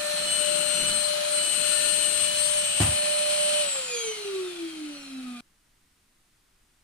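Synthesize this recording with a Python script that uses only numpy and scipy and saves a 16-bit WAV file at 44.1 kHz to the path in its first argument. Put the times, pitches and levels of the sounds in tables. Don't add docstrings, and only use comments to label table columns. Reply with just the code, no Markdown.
import sys
import numpy as np
from scipy import signal
from scipy.fft import rfft, irfft, next_fast_len
from scipy.io import wavfile

SR = 44100
rng = np.random.default_rng(int(sys.argv[2]) if len(sys.argv) > 2 else 0)


def put_to_file(sound):
    columns = np.atleast_2d(sound).T
    safe = np.clip(columns, -1, 1)
    whole_steps = np.round(safe * 32767)
    wavfile.write(sys.argv[1], SR, whole_steps.astype(np.int16))


N = 301405
TIME = np.arange(N) / SR

REST_S, SETTLE_S = 2.95, .2
RELEASE_S, POWER_FADE_S, STOP_S = 3.609, 0.11, 5.408
SHAFT_HZ, BEARING_DRAG_PER_S, AIR_DRAG_PER_S = 595.4, .2267, .4525
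WHINE_HARMONIC = 14
VENT_LAG_MS = .067
RUSH_EXPONENT, DUCT_EXPONENT, HISS_EXPONENT, INTAKE_EXPONENT = 2.37, 1.7, 2.2, 1.24

# pitch_hz, relative_db
ROOM_SPECTRUM = [(20, 12), (60, 2.5), (150, -0.5), (300, -2.5), (500, -10), (1500, -7), (3000, -9.5),
                 (7000, -12.5), (9300, -9.5), (11000, -15.5), (15500, -20.5)]
BRUSH_SPECTRUM = [(20, -10), (90, -21), (120, -18), (150, 2.5), (190, 7.5), (250, -2.5), (500, -9),
                  (1500, -59)]
WHEEL_SPECTRUM = [(20, 10), (50, -5.5), (85, 6.5), (150, 4), (300, -1.5), (800, -30)]
INTAKE_SPECTRUM = [(150, -26), (300, -8.5), (500, -7.5), (700, 0.5), (1020, -8), (1250, 4), (1430, 4.5),
                   (1650, -1), (2200, -4.5), (4000, -22.5)]
NOZZLE_LOW_SPECTRUM = [(220, -20), (300, 5.5), (385, -2), (450, 4), (560, -21)]
NOZZLE_HIGH_SPECTRUM = [(1100, -26), (1300, -5), (1420, 11.5), (1520, 1), (1750, -27.5)]
LIP_SPECTRUM = [(3300, -25), (3800, -4), (4400, 10), (4850, 3), (5400, -22)]
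GRILLE_SPECTRUM = [(7350, -35), (7750, -9), (8050, 2.5), (8450, -1), (8900, -36)]
RUSH_SPECTRUM = [(300, -20), (1000, -7.5), (2000, -7), (2600, -3), (3150, 2.5), (3600, 0), (4200, 0.5),
                 (5200, -5), (6100, -7), (7300, -8.5), (8000, -6.5), (10000, -7), (12000, -21),
                 (15500, -50)]
DUCT_SPECTRUM = [(1700, -36), (2300, -5.5), (2560, 0), (2750, 4.5), (2920, 2.5), (3350, -8.5), (4500, -41)]
TUBE_SPECTRUM = [(3500, -28), (3850, -6), (4100, 4.5), (4300, 1.5), (4700, -34.5)]
HISS_SPECTRUM = [(4000, -37), (6200, -5.5), (7350, -3), (8100, 3.5), (9500, 4), (10400, -3.5),
                 (11200, -6.5), (12000, -17), (14000, -16.5), (15500, -36.5)]
CLACK_SPECTRUM = [(60, -25), (200, 14), (400, -5.5), (750, 4.5), (1400, 4.5), (3000, 0.5), (6000, -6),
                  (9000, 2.5), (12000, -16), (15500, -17)]
TRIGGER_SPECTRUM = [(200, -20.5), (1000, 1), (3000, -1), (5500, 5), (9000, -6), (13000, -23.5)]
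# pitch_hz, likeness (0 to 1)
EAR_LIKENESS = [(60, 1), (150, 1), (300, 0.59), (700, 0.128), (2000, 0.38), (8000, 0.34), (14000, 0.33)]

# middle_s, half_length_s, brush_db, wheels_db
PUSHES = [(0.293, 0.099, -55, -58), (0.682, 0.29, -53.5, -59.5), (0.826, 0.037, -41.5, -54),
          (0.923, 0.059, -50, -47.5), (1.58, 0.035, -48.5, -68), (1.942, 0.2, -56.5, -58),
          (2.25, 0.11, -57, -56), (2.6, 0.44, -66.5, -57), (3.29, .07, -72, -62), (3.508, 0.073, -57, -67)]
# time_s, level_db
INTAKE_LEVELS = [(0, -44.5), (1.4, -45), (1.5, -47), (1.7, -48), (2.1, -50), (3.6, -47.5)]
GRILLE_LEVELS = [(2.6, -60), (3.05, -40), (3.6, -38), (3.8, -33), (4.2, -63)]
RUSH_LEVELS = [(0, -35), (.3, -33.5), (.9, -33), (1.2, -32.5), (1.8, -33), (2.15, -31.5), (2.45, -31.5),
               (2.7, -33), (3.6, -31.5)]
TUBE_LEVELS = [(0, -52), (.17, -35), (.27, -45), (.45, -42), (.75, -41), (1.1, -41.5), (1.47, -44.5),
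               (1.72, -38), (2.05, -46.5), (2.6, -57), (3.6, -45.5)]
# time_s, low_db, high_db
NOZZLE_LEVELS = [(0, -63, -60), (.6, -49, -47.5), (.95, -65, -45), (1.08, -71, -60.5), (1.35, -51, -46),
                 (1.5, -49, -64), (1.65, -53, -40), (1.87, -47.5, -44.5), (1.97, -49.5, -48),
                 (2.17, -49.5, -49.5), (2.4, -66, -72), (3.6, -85, -67)]
# middle_s, half_length_s, level_db
SWISHES = [(1.05, .08, -45), (1.4, .07, -43), (1.8, .2, -42), (2.44, 0.05, -39.5)]
# time_s, level_db, pitch_hz
DUCT_PATH = [(0, -41.5, 2520), (.25, -43.5, 2546), (.42, -37.5, 2750), (.85, -35.5, 2727),
             (1.05, -46.5, 2480), (1.4, -40.5, 2460), (1.65, -37.5, 2642), (1.98, -36, 2817),
             (2.25, -36.5, 2740), (2.45, -47.5, 2476), (2.56, -43.5, 2470), (2.74, -35, 2750),
             (2.95, -38, 2506), (3.6, -40.5, 2510)]
# start_s, thud_db, clack_db
KNOCKS = [(2.803, -10.5, -15), (2.814, -28, -19), (2.822, -37, -25.5), (2.831, -8, -31), (2.851, -28, -32),
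          (2.871, -24, -40), (2.884, -11.5, -44), (2.925, -22.5, -48)]
# pitch_hz, level_db, ring_s (time to fade by 60 dB)
FLOOR_NOTES = [(82, -15, 0.1), (104.5, -11.5, 0.11)]
HEAD_NOTES = [(139.2, -0.5, 0.1), (257, -16, 0.036), (308, -4.5, 0.086), (408, -28, .06), (701, -13, 0.14),
              (783, -22.5, 0.52)]
# start_s, level_db, ring_s, top_hz
TRIGGER_CLICKS = [(3.534, -33, 0.093, 12000), (3.755, -24.5, .05, 1800)]

# time_s, left_db, right_db
HUM_LEVELS = [(0.02, -31, -45), (0.06, -30, -42), (0.26, -32.5, -39), (0.32, -41, -35.5), (0.4, -30, -43),
              (0.5, -25.5, -33.5), (0.9, -33.5, -50), (1.16, -28, -37.5), (1.4, -29, -36.5),
              (1.5, -44, -37), (1.56, -37.5, -52), (1.62, -31, -37.5), (2.2, -34, -41), (2.42, -31, -37.5),
              (2.64, -30.5, -38), (2.74, -41, -35.5), (3.08, -42, -27.5), (3.6, -39, -25.5)]
# time_s, lead_rad
HUM_LEAD = [(0, 1.5), (.5, 2.17), (2.6, 2.23), (3.0, 3.5), (3.55, 2.35), (3.75, 1.33), (5.4, 0.17)]
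# pitch_hz, width_hz, level_db, pan_db
ROOM_PEAKS = [(529, 28, -36.5, 7), (477.7, 24, -33.5, -4), (444, 29, -31.5, 1), (402.4, 23, -30, -1),
              (376.5, 36.5, -29.5, -0.5), (333, 14.7, -31.5, 2), (303.7, 23, -35, -1), (262, 16, -37.5, 0),
              (249, 18, -36.5, -1)]
# pitch_hz, width_hz, share_lost (0 to 1)
ROOM_DIPS = [(521, 12, 0.43), (427.4, 9.7, 0.63), (408, 7.9, 0.75), (349, 7, 0.22)]
# harmonic, full_speed_db, speed_exponent
COASTING_TONES = [(2, -59, 1.4), (3, -58, 3), (5, -50, 5.2), (7, -55, 2.6), (9, -56, 2), (10, -56, 1.5),
                  (14, -21.5, 12), (15, -53, 3)]
# harmonic, middle_s, half_length_s, level_db
FLARES = [(2, 4.95, .05, -55.5), (3, 4.33, .09, -55), (3, 5.34, .1, -58), (5, 3.93, .045, -43),
          (5, 4.06, .075, -44), (5, 5.27, .05, -56.5), (5, 5.36, .05, -53), (6, 5.4, .037, -57),
          (7, 4.06, .085, -42.5), (7, 4.24, .05, -51), (7, 4.6, .15, -63), (9, 4.02, .05, -49),
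          (10, 3.94, .065, -42.5), (10, 4.29, .11, -47), (10, 4.5, .06, -49), (10, 4.72, .06, -51),
          (10, 4.96, .07, -54.5), (10, 5.2, .05, -59), (10, 5.37, .04, -55.5), (14, 3.98, .06, -35),
          (14, 4.08, .045, -39), (14, 4.83, .13, -58), (14, 5.38, .04, -61), (15, 3.77, .07, -43.5),
          (15, 4.22, .1, -56), (15, 5.06, .1, -52.5), (15, 5.32, .06, -61), (20, 4.06, .17, -54),
          (20, 5.0, .13, -60), (20, 5.38, .04, -65), (21, 4.03, .095, -45.5), (21, 4.3, .13, -55),
          (21, 5.0, .2, -66), (25, 5.06, .07, -62), (28, 4.56, .12, -60), (28, 4.95, .12, -63),
          (35, 5.08, .12, -61), (35, 5.35, .06, -64)]
# harmonic, level_db
WEAK_TONES = [(4, -60), (8, -62), (10, -51), (11, -58), (19, -64), (20, -64), (21, -63), (23, -64),
              (25, -72)]
# time_s, level_db
THIRD_LEVELS = [(0, -42.5), (.3, -48), (1.55, -53.5), (1.8, -42.5), (2.05, -44), (2.55, -52.5),
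                (2.95, -46.5), (3.6, -60)]
# time_s, fifth_left_db, fifth_right_db, seventh_left_db, seventh_right_db
STRONG_LEVELS = [(0.02, -42, -62, -53, -36.5), (0.08, -82, -55, -33, -37), (0.3, -33.5, -28, -33, -40),
                 (0.58, -32.5, -50.5, -31.5, -72), (0.92, -41.5, -27.5, -30.5, -37),
                 (1.12, -33.5, -67.5, -28, -51), (1.4, -48, -32, -63, -28), (1.48, -33.5, -33, -30, -46),
                 (1.84, -34.5, -61, -31.5, -58), (2.04, -31, -34.5, -30.5, -53.5),
                 (2.1, -41.5, -47.5, -32, -58), (2.3, -33, -31.5, -33, -58), (2.38, -37, -33, -40.5, -33),
                 (2.6, -31.5, -53, -40, -62), (3.08, -36, -48.5, -40.5, -32.5), (3.6, -31.5, -45, -39, -39)]
# time_s, fifth_rad, seventh_rad, whine_rad
TONE_LEADS = [(0, 2.5, 4.4, 5), (.13, 3.5, 4.5, 3.6), (.26, 4.3, 6.4, 6.2), (.4, 6.5, 9.8, 6.6),
              (.58, 7.2, 10.6, 8.1), (.85, 6.3, 9.5, 6.3), (1, 4.7, 6.2, 4.5), (1.17, 3.6, 3.8, 3),
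              (1.35, 4.6, 6.3, 4), (1.55, 6.7, 9.6, 6.5), (1.82, 7.4, 11.1, 9.9), (2.05, 6.3, 9.3, 7),
              (2.24, 5.5, 9.3, 5.6), (2.42, 3.5, 6.3, 0), (2.66, 3.2, 4, -5.8), (2.86, 1.1, 3.2, -8.6),
              (3, 1.2, 1.1, -8.7), (3.6, 1.2, 1.7, -8.8)]
# time_s, whine_left_db, whine_right_db, hiss_left_db, hiss_right_db
VENT_LEVELS = [(0.02, -46, -38.5, -36, -40), (0.14, -29.5, -32, -36.5, -48), (0.28, -40, -36.5, -33, -42),
               (0.32, -24, -40, -30.5, -59), (0.64, -28.5, -41, -30, -50), (0.82, -25, -34, -29.5, -42),
               (1.03, -25.5, -41, -31, -38), (1.2, -38, -38, -39, -42), (1.28, -28, -41.5, -33, -37),
               (1.52, -24, -40.5, -28, -43), (2.08, -23.5, -49, -26.5, -45),
               (2.36, -25.5, -35, -29.5, -37.5), (2.42, -26, -49, -26, -36), (2.6, -25, -26.5, -32.5, -42),
               (2.64, -30, -36, -31, -36), (2.84, -24, -30, -31.5, -38.5), (3.06, -27.5, -31.5, -37.5, -42),
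               (3.6, -26.5, -29.5, -38, -40)]
# harmonic, relative_db
SIDE_TONES = [(13, -26), (15, -13.5), (16, -19.5), (18, -38)]
# middle_s, half_length_s, change_db
WHINE_DIPS = [(0.845, 0.015, -16), (0.928, 0.012, -6), (1.194, .04, -1), (1.488, 0.01, -1.5),
              (1.58, 0.017, -2.5), (2.325, 0.021, -6)]


def from_db(db):
    return np.exp(np.asarray(db) * np.log(10) / 20)


def unit_level(x):
    return x / np.sqrt(np.mean(x ** 2) + 1e-20)


def over_time(rows):
    times, *columns = np.transpose(rows)
    return np.array([np.interp(TIME, times, column) for column in columns])


def at_pitch(rows, hz):
    known_hz, values = np.transpose(rows)
    return np.interp(np.log(np.maximum(hz, 1)), np.log(known_hz), values)


def panned(db):
    return from_db(np.array([[.5], [-.5]]) * db)


def swell(middle_s, half_length_s):
    return np.exp(-np.minimum(((TIME - middle_s) / half_length_s) ** 2, 50))


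def resonance(hz, centre_hz, width_hz):
    return 1 / (1 + (2 * (hz - centre_hz) / width_hz) ** 2)


def drift(rate_hz):
    step, warm_up = 40, 2000
    pole = np.exp(-2 * np.pi * step * rate_hz / SR)
    white = rng.standard_normal(N // step + warm_up + 2)
    slow = signal.lfilter([1], [1, -2 * pole, pole * pole], white)[warm_up:]
    return np.interp(np.arange(N) / step, np.arange(len(slow)), unit_level(slow))


def noise(spectrum, lag_ms=0):
    size = next_fast_len(N)
    hz = np.arange(size // 2 + 1) * SR / size
    mid, side = rfft(rng.standard_normal((2, size)))
    alike = np.clip(at_pitch(EAR_LIKENESS, hz), 0, 1)
    pair = np.sqrt(1 + alike) * mid + np.sqrt(1 - alike) * side * [[1], [-1]]
    pair[1] *= np.exp(-2j * np.pi * hz * lag_ms / 1000)
    return unit_level(irfft(pair * from_db(at_pitch(spectrum, hz)), size)[:, :N])


def moving():
    return np.clip((REST_S - TIME) / SETTLE_S, 0, 1)


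def powered():
    return np.clip(1 - (TIME - RELEASE_S) / POWER_FADE_S, 0, 1)


def speed():
    ratio = AIR_DRAG_PER_S / BEARING_DRAG_PER_S
    coasting_s = np.maximum(TIME - RELEASE_S, 0)
    return 1 / ((1 + ratio) * np.exp(BEARING_DRAG_PER_S * coasting_s) - ratio)


def shaft_angle(wobble_hz, wander_hz):
    turns_per_s = SHAFT_HZ * speed() + wobble_hz * drift(22.5) + wander_hz * drift(1.31)
    return 2 * np.pi * np.cumsum(turns_per_s) / SR


def air_gain(exponent, drop_db=1.5):
    return speed() ** exponent * from_db(-drop_db * (1.5 - powered()))


def room_hush(level_db):
    return from_db(level_db) * noise(ROOM_SPECTRUM)


def floor_head(brush_trim_db, wheel_trim_db, intake_trim_db, bristle_flutter_db):
    brush_driven_db, brush_idle_db, wheel_idle_db = -57.5, -64.5, -80
    brush_power = from_db(brush_driven_db) ** 2 * powered() + from_db(brush_idle_db) ** 2
    wheel_power = from_db(wheel_idle_db) ** 2
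    for middle_s, half_length_s, brush_db, wheels_db in PUSHES:
        push = swell(middle_s, half_length_s)
        brush_power = brush_power + from_db(brush_db) ** 2 * push
        wheel_power = wheel_power + from_db(wheels_db) ** 2 * push
    bristles = from_db(brush_trim_db + bristle_flutter_db * drift(30))
    brush = np.sqrt(brush_power) * bristles * noise(BRUSH_SPECTRUM)
    wheels = np.sqrt(wheel_power) * from_db(wheel_trim_db) * noise(WHEEL_SPECTRUM)
    intake_gain = from_db(over_time(INTAKE_LEVELS)[0] + intake_trim_db) * air_gain(INTAKE_EXPONENT)
    return brush + wheels + intake_gain * noise(INTAKE_SPECTRUM) * panned(-1.5)


def nozzle(low_trim_db, high_trim_db):
    low_db, high_db = over_time(NOZZLE_LEVELS)
    low = from_db(low_db + low_trim_db) * noise(NOZZLE_LOW_SPECTRUM)
    high = from_db(high_db + high_trim_db) * noise(NOZZLE_HIGH_SPECTRUM)
    return air_gain(INTAKE_EXPONENT) * (low + high)


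def whistles(grille_exponent, lip_pan_db):
    grille_gain = from_db(over_time(GRILLE_LEVELS)[0]) * air_gain(grille_exponent)
    grille = grille_gain * noise(GRILLE_SPECTRUM, lag_ms=VENT_LAG_MS)
    strokes = sum(from_db(db) * swell(middle_s, half_s) for middle_s, half_s, db in SWISHES)
    return grille + strokes * noise(LIP_SPECTRUM) * panned(lip_pan_db)


def duct_noise():
    level_db, pitch_hz = over_time(DUCT_PATH)
    shift_hz = pitch_hz - 2750
    slide = np.exp(2j * np.pi * np.cumsum(shift_hz) / SR)
    steady = signal.hilbert(noise(DUCT_SPECTRUM, lag_ms=0.13), next_fast_len(N))[:, :N]
    return from_db(level_db) * np.real(steady * slide)


def floor_bounce(sound, share, delay_s, swing):
    echo = []
    for side in sound:
        path_s = delay_s * np.exp(swing * moving() * drift(1.06))
        echo.append(np.interp(TIME - path_s, TIME, side))
    return (sound + share * np.array(echo)) / np.sqrt(1 + share ** 2)


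def airflow(angle, hiss_trim_db, rush_pan_db, duct_pan_db, chop, flutter_db):
    rush_gain = from_db(over_time(RUSH_LEVELS)[0]) * air_gain(RUSH_EXPONENT)
    rush = rush_gain * noise(RUSH_SPECTRUM, lag_ms=0.056) * panned(rush_pan_db)
    tube = from_db(over_time(TUBE_LEVELS)[0]) * noise(TUBE_SPECTRUM, lag_ms=0.067)
    duct = (duct_noise() + tube) * air_gain(DUCT_EXPONENT) * panned(duct_pan_db)
    hiss_gain = from_db(over_time(VENT_LEVELS)[2:] + hiss_trim_db) * air_gain(HISS_EXPONENT)
    hiss = hiss_gain * noise(HISS_SPECTRUM, lag_ms=0.058)
    body = floor_bounce(rush + duct, share=0.14, delay_s=0.001583, swing=0.154)
    return (body + hiss) * (1 + chop * np.sin(angle)) * from_db(flutter_db * drift(37.8))


def landing(crack_db, crack_s, tail_db, tail_s, low_cut_hz):
    rings, rattle, age = np.zeros(N), np.zeros(N), TIME[:SR]
    crack = from_db(crack_db - 60 * age / crack_s)
    room_tail = from_db(tail_db - 60 * age / tail_s)
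    for start_s, thud_db, clack_db in KNOCKS:
        after = slice(int(start_s * SR), int(start_s * SR) + SR)
        rattle[after] += from_db(clack_db) * (crack + room_tail)
        for knock_db, notes in ((thud_db, FLOOR_NOTES), (clack_db, HEAD_NOTES)):
            for hz, db, ring_s in notes:
                fade = from_db(knock_db + db - 60 * age / ring_s)
                rings[after] += fade * np.sin(2 * np.pi * hz * age)
    low_cut = signal.butter(6, low_cut_hz, "high", fs=SR, output="sos")
    return signal.sosfilt(low_cut, rings + 1e-18) + rattle * noise(CLACK_SPECTRUM)


def trigger():
    out = 0
    for start_s, db, ring_s, top_hz in TRIGGER_CLICKS:
        age = np.maximum(TIME - start_s, 0)
        click = from_db(db - 60 * age / ring_s) * (age > 0) * noise(TRIGGER_SPECTRUM)
        out = out + signal.sosfilt(signal.butter(2, top_hz, fs=SR, output="sos"), click + 1e-18)
    return out


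def glide_echoes(tones, ring_s, echo_db):
    age = TIME[:SR // 3]
    echoes = rng.standard_normal((2, len(age))) * from_db(-60 * age / ring_s)
    echoes /= np.sqrt(np.sum(echoes ** 2, axis=1, keepdims=True))
    gliding = tones * (1 - powered())
    return from_db(echo_db) * signal.fftconvolve(gliding, echoes, axes=1)[:, :N]


def coasting_tones(angle, trim_db, flutter_db, smear_rad, rough_rad):
    speed_share, out = speed(), np.zeros((2, N))
    powers = {harmonic: from_db(2 * db) * speed_share ** (2 * exponent)
              for harmonic, db, exponent in COASTING_TONES}
    for harmonic, middle_s, half_length_s, db in FLARES:
        powers[harmonic] = powers.get(harmonic, 0) + from_db(2 * db) * swell(middle_s, half_length_s)
    shaft_lead_rad = 2 * np.pi * SHAFT_HZ * speed_share * VENT_LAG_MS / 1000
    most_lead_rad = 2.1
    for harmonic, power in powers.items():
        shake = .35 if harmonic == WHINE_HARMONIC else 1
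        gain = np.sqrt(power) * from_db(trim_db + shake * flutter_db * drift(31))
        lead = np.minimum(harmonic * shaft_lead_rad, most_lead_rad) + shake * smear_rad * drift(8.9)
        phase = harmonic * angle + shake * rough_rad * drift(39)
        out += gain * np.sin(phase + lead * [[.5], [-.5]])
    return np.sqrt(2) * out


def weak_tones(angle, trim_db, fade_db, flutter_db, smear_rad):
    out = np.zeros((2, N))
    for harmonic, db in WEAK_TONES:
        for side in out:
            gain = from_db(db + fade_db * drift(1.76))
            side += gain * np.sin(harmonic * angle + smear_rad * drift(2.0))
    return np.sqrt(2) * from_db(trim_db + flutter_db * drift(30)) * out


def third_tone(angle, trim_db, flutter_db, smear_rad):
    level_db = over_time(THIRD_LEVELS)[0] + trim_db + flutter_db * drift(30.12)
    phase = 3 * angle + smear_rad * np.array([drift(2.04), drift(1.9)])
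    return np.sqrt(2) * from_db(level_db) * np.sin(phase)


def strong_tones(angle, trim_db, flutter_db, smear_rad):
    levels, out = over_time(STRONG_LEVELS).reshape(2, 2, N), np.zeros((2, N))
    for harmonic, sides_db, lead in zip((5, 7), levels, over_time(TONE_LEADS)):
        phase = harmonic * angle + smear_rad * np.array([drift(25.2), drift(33)]) - lead * [[0], [1]]
        out += from_db(sides_db + trim_db + flutter_db * drift(63)) * np.sin(phase)
    return np.sqrt(2) * out


def shaft_hum(angle, trim_db, flutter_db):
    shaft_hz, drive = SHAFT_HZ * speed(), powered()
    falling = np.sqrt(sum((from_db(db) * panned(pan_db) * resonance(shaft_hz, hz, width_hz)) ** 2
                          for hz, width_hz, db, pan_db in ROOM_PEAKS))
    for hz, width_hz, share_lost in ROOM_DIPS:
        falling *= 1 - share_lost * resonance(shaft_hz, hz, width_hz)
    gain = drive * from_db(over_time(HUM_LEVELS) + trim_db) + (1 - drive) * falling
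    lead = over_time(HUM_LEAD) * [[.5], [-.5]]
    return np.sqrt(2) * gain * from_db(flutter_db * drift(35.2)) * np.sin(angle + lead)


def fan_whine(angle, trim_db, fade_db, flutter_db, smear_rad, side_smear_rad):
    fades = moving() * np.array([drift(9), drift(9)])
    level_db = over_time(VENT_LEVELS)[:2] + trim_db + fade_db * fades
    dips_db = sum(db * swell(middle_s, half_s) for middle_s, half_s, db in WHINE_DIPS)
    shift = smear_rad * np.array([drift(35), drift(40.1)]) - over_time(TONE_LEADS)[2] * [[0], [1]]
    out = from_db(dips_db + flutter_db * drift(25.1)) * np.sin(WHINE_HARMONIC * angle + shift)
    for harmonic, db in SIDE_TONES:
        gain = from_db(db + fade_db * drift(5.6))
        out += gain * np.sin(harmonic * angle + shift + side_smear_rad * drift(9.7))
    return np.sqrt(2) * from_db(level_db) * out


def scene():
    angle, drive = shaft_angle(wobble_hz=0.29, wander_hz=0.196), powered()
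    driven = fan_whine(angle, trim_db=0.6, fade_db=2, flutter_db=1, smear_rad=.17, side_smear_rad=1.2)
    driven += strong_tones(angle, trim_db=-1, flutter_db=2.05, smear_rad=0.22)
    driven += weak_tones(angle, trim_db=-0.5, fade_db=3, flutter_db=3, smear_rad=1) * panned(1.45)
    driven += third_tone(angle, trim_db=-0.9, flutter_db=2, smear_rad=1)
    coasting = coasting_tones(angle, trim_db=0.5, flutter_db=2.5, smear_rad=0.7, rough_rad=.35)
    tones = drive * driven + (1 - drive) * coasting * panned(-0.5)
    tones += glide_echoes(tones, ring_s=.25, echo_db=-8.5)
    motor = shaft_hum(angle, trim_db=0.6, flutter_db=0.74) + tones
    clicks = trigger()
    air = airflow(angle, hiss_trim_db=0.5, rush_pan_db=2.5, duct_pan_db=6, chop=0.077, flutter_db=0.76)
    air += whistles(grille_exponent=3.3, lip_pan_db=8.5)
    head = floor_head(brush_trim_db=-0.16, wheel_trim_db=1.5, intake_trim_db=4, bristle_flutter_db=2)
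    head += nozzle(low_trim_db=-1, high_trim_db=1)
    head += landing(crack_db=-11, crack_s=0.052, tail_db=-19, tail_s=0.48, low_cut_hz=67)
    sounding = np.clip((STOP_S - TIME) / 0.00082, 0, 1)
    return (motor + clicks + air + head) * sounding + room_hush(level_db=-65.5)


def record(dry):
    return signal.sosfiltfilt(signal.ellip(10, .1, 70, 15500, fs=SR, output="sos"), dry)


dry = scene()
out = record(dry)
put_to_file(out)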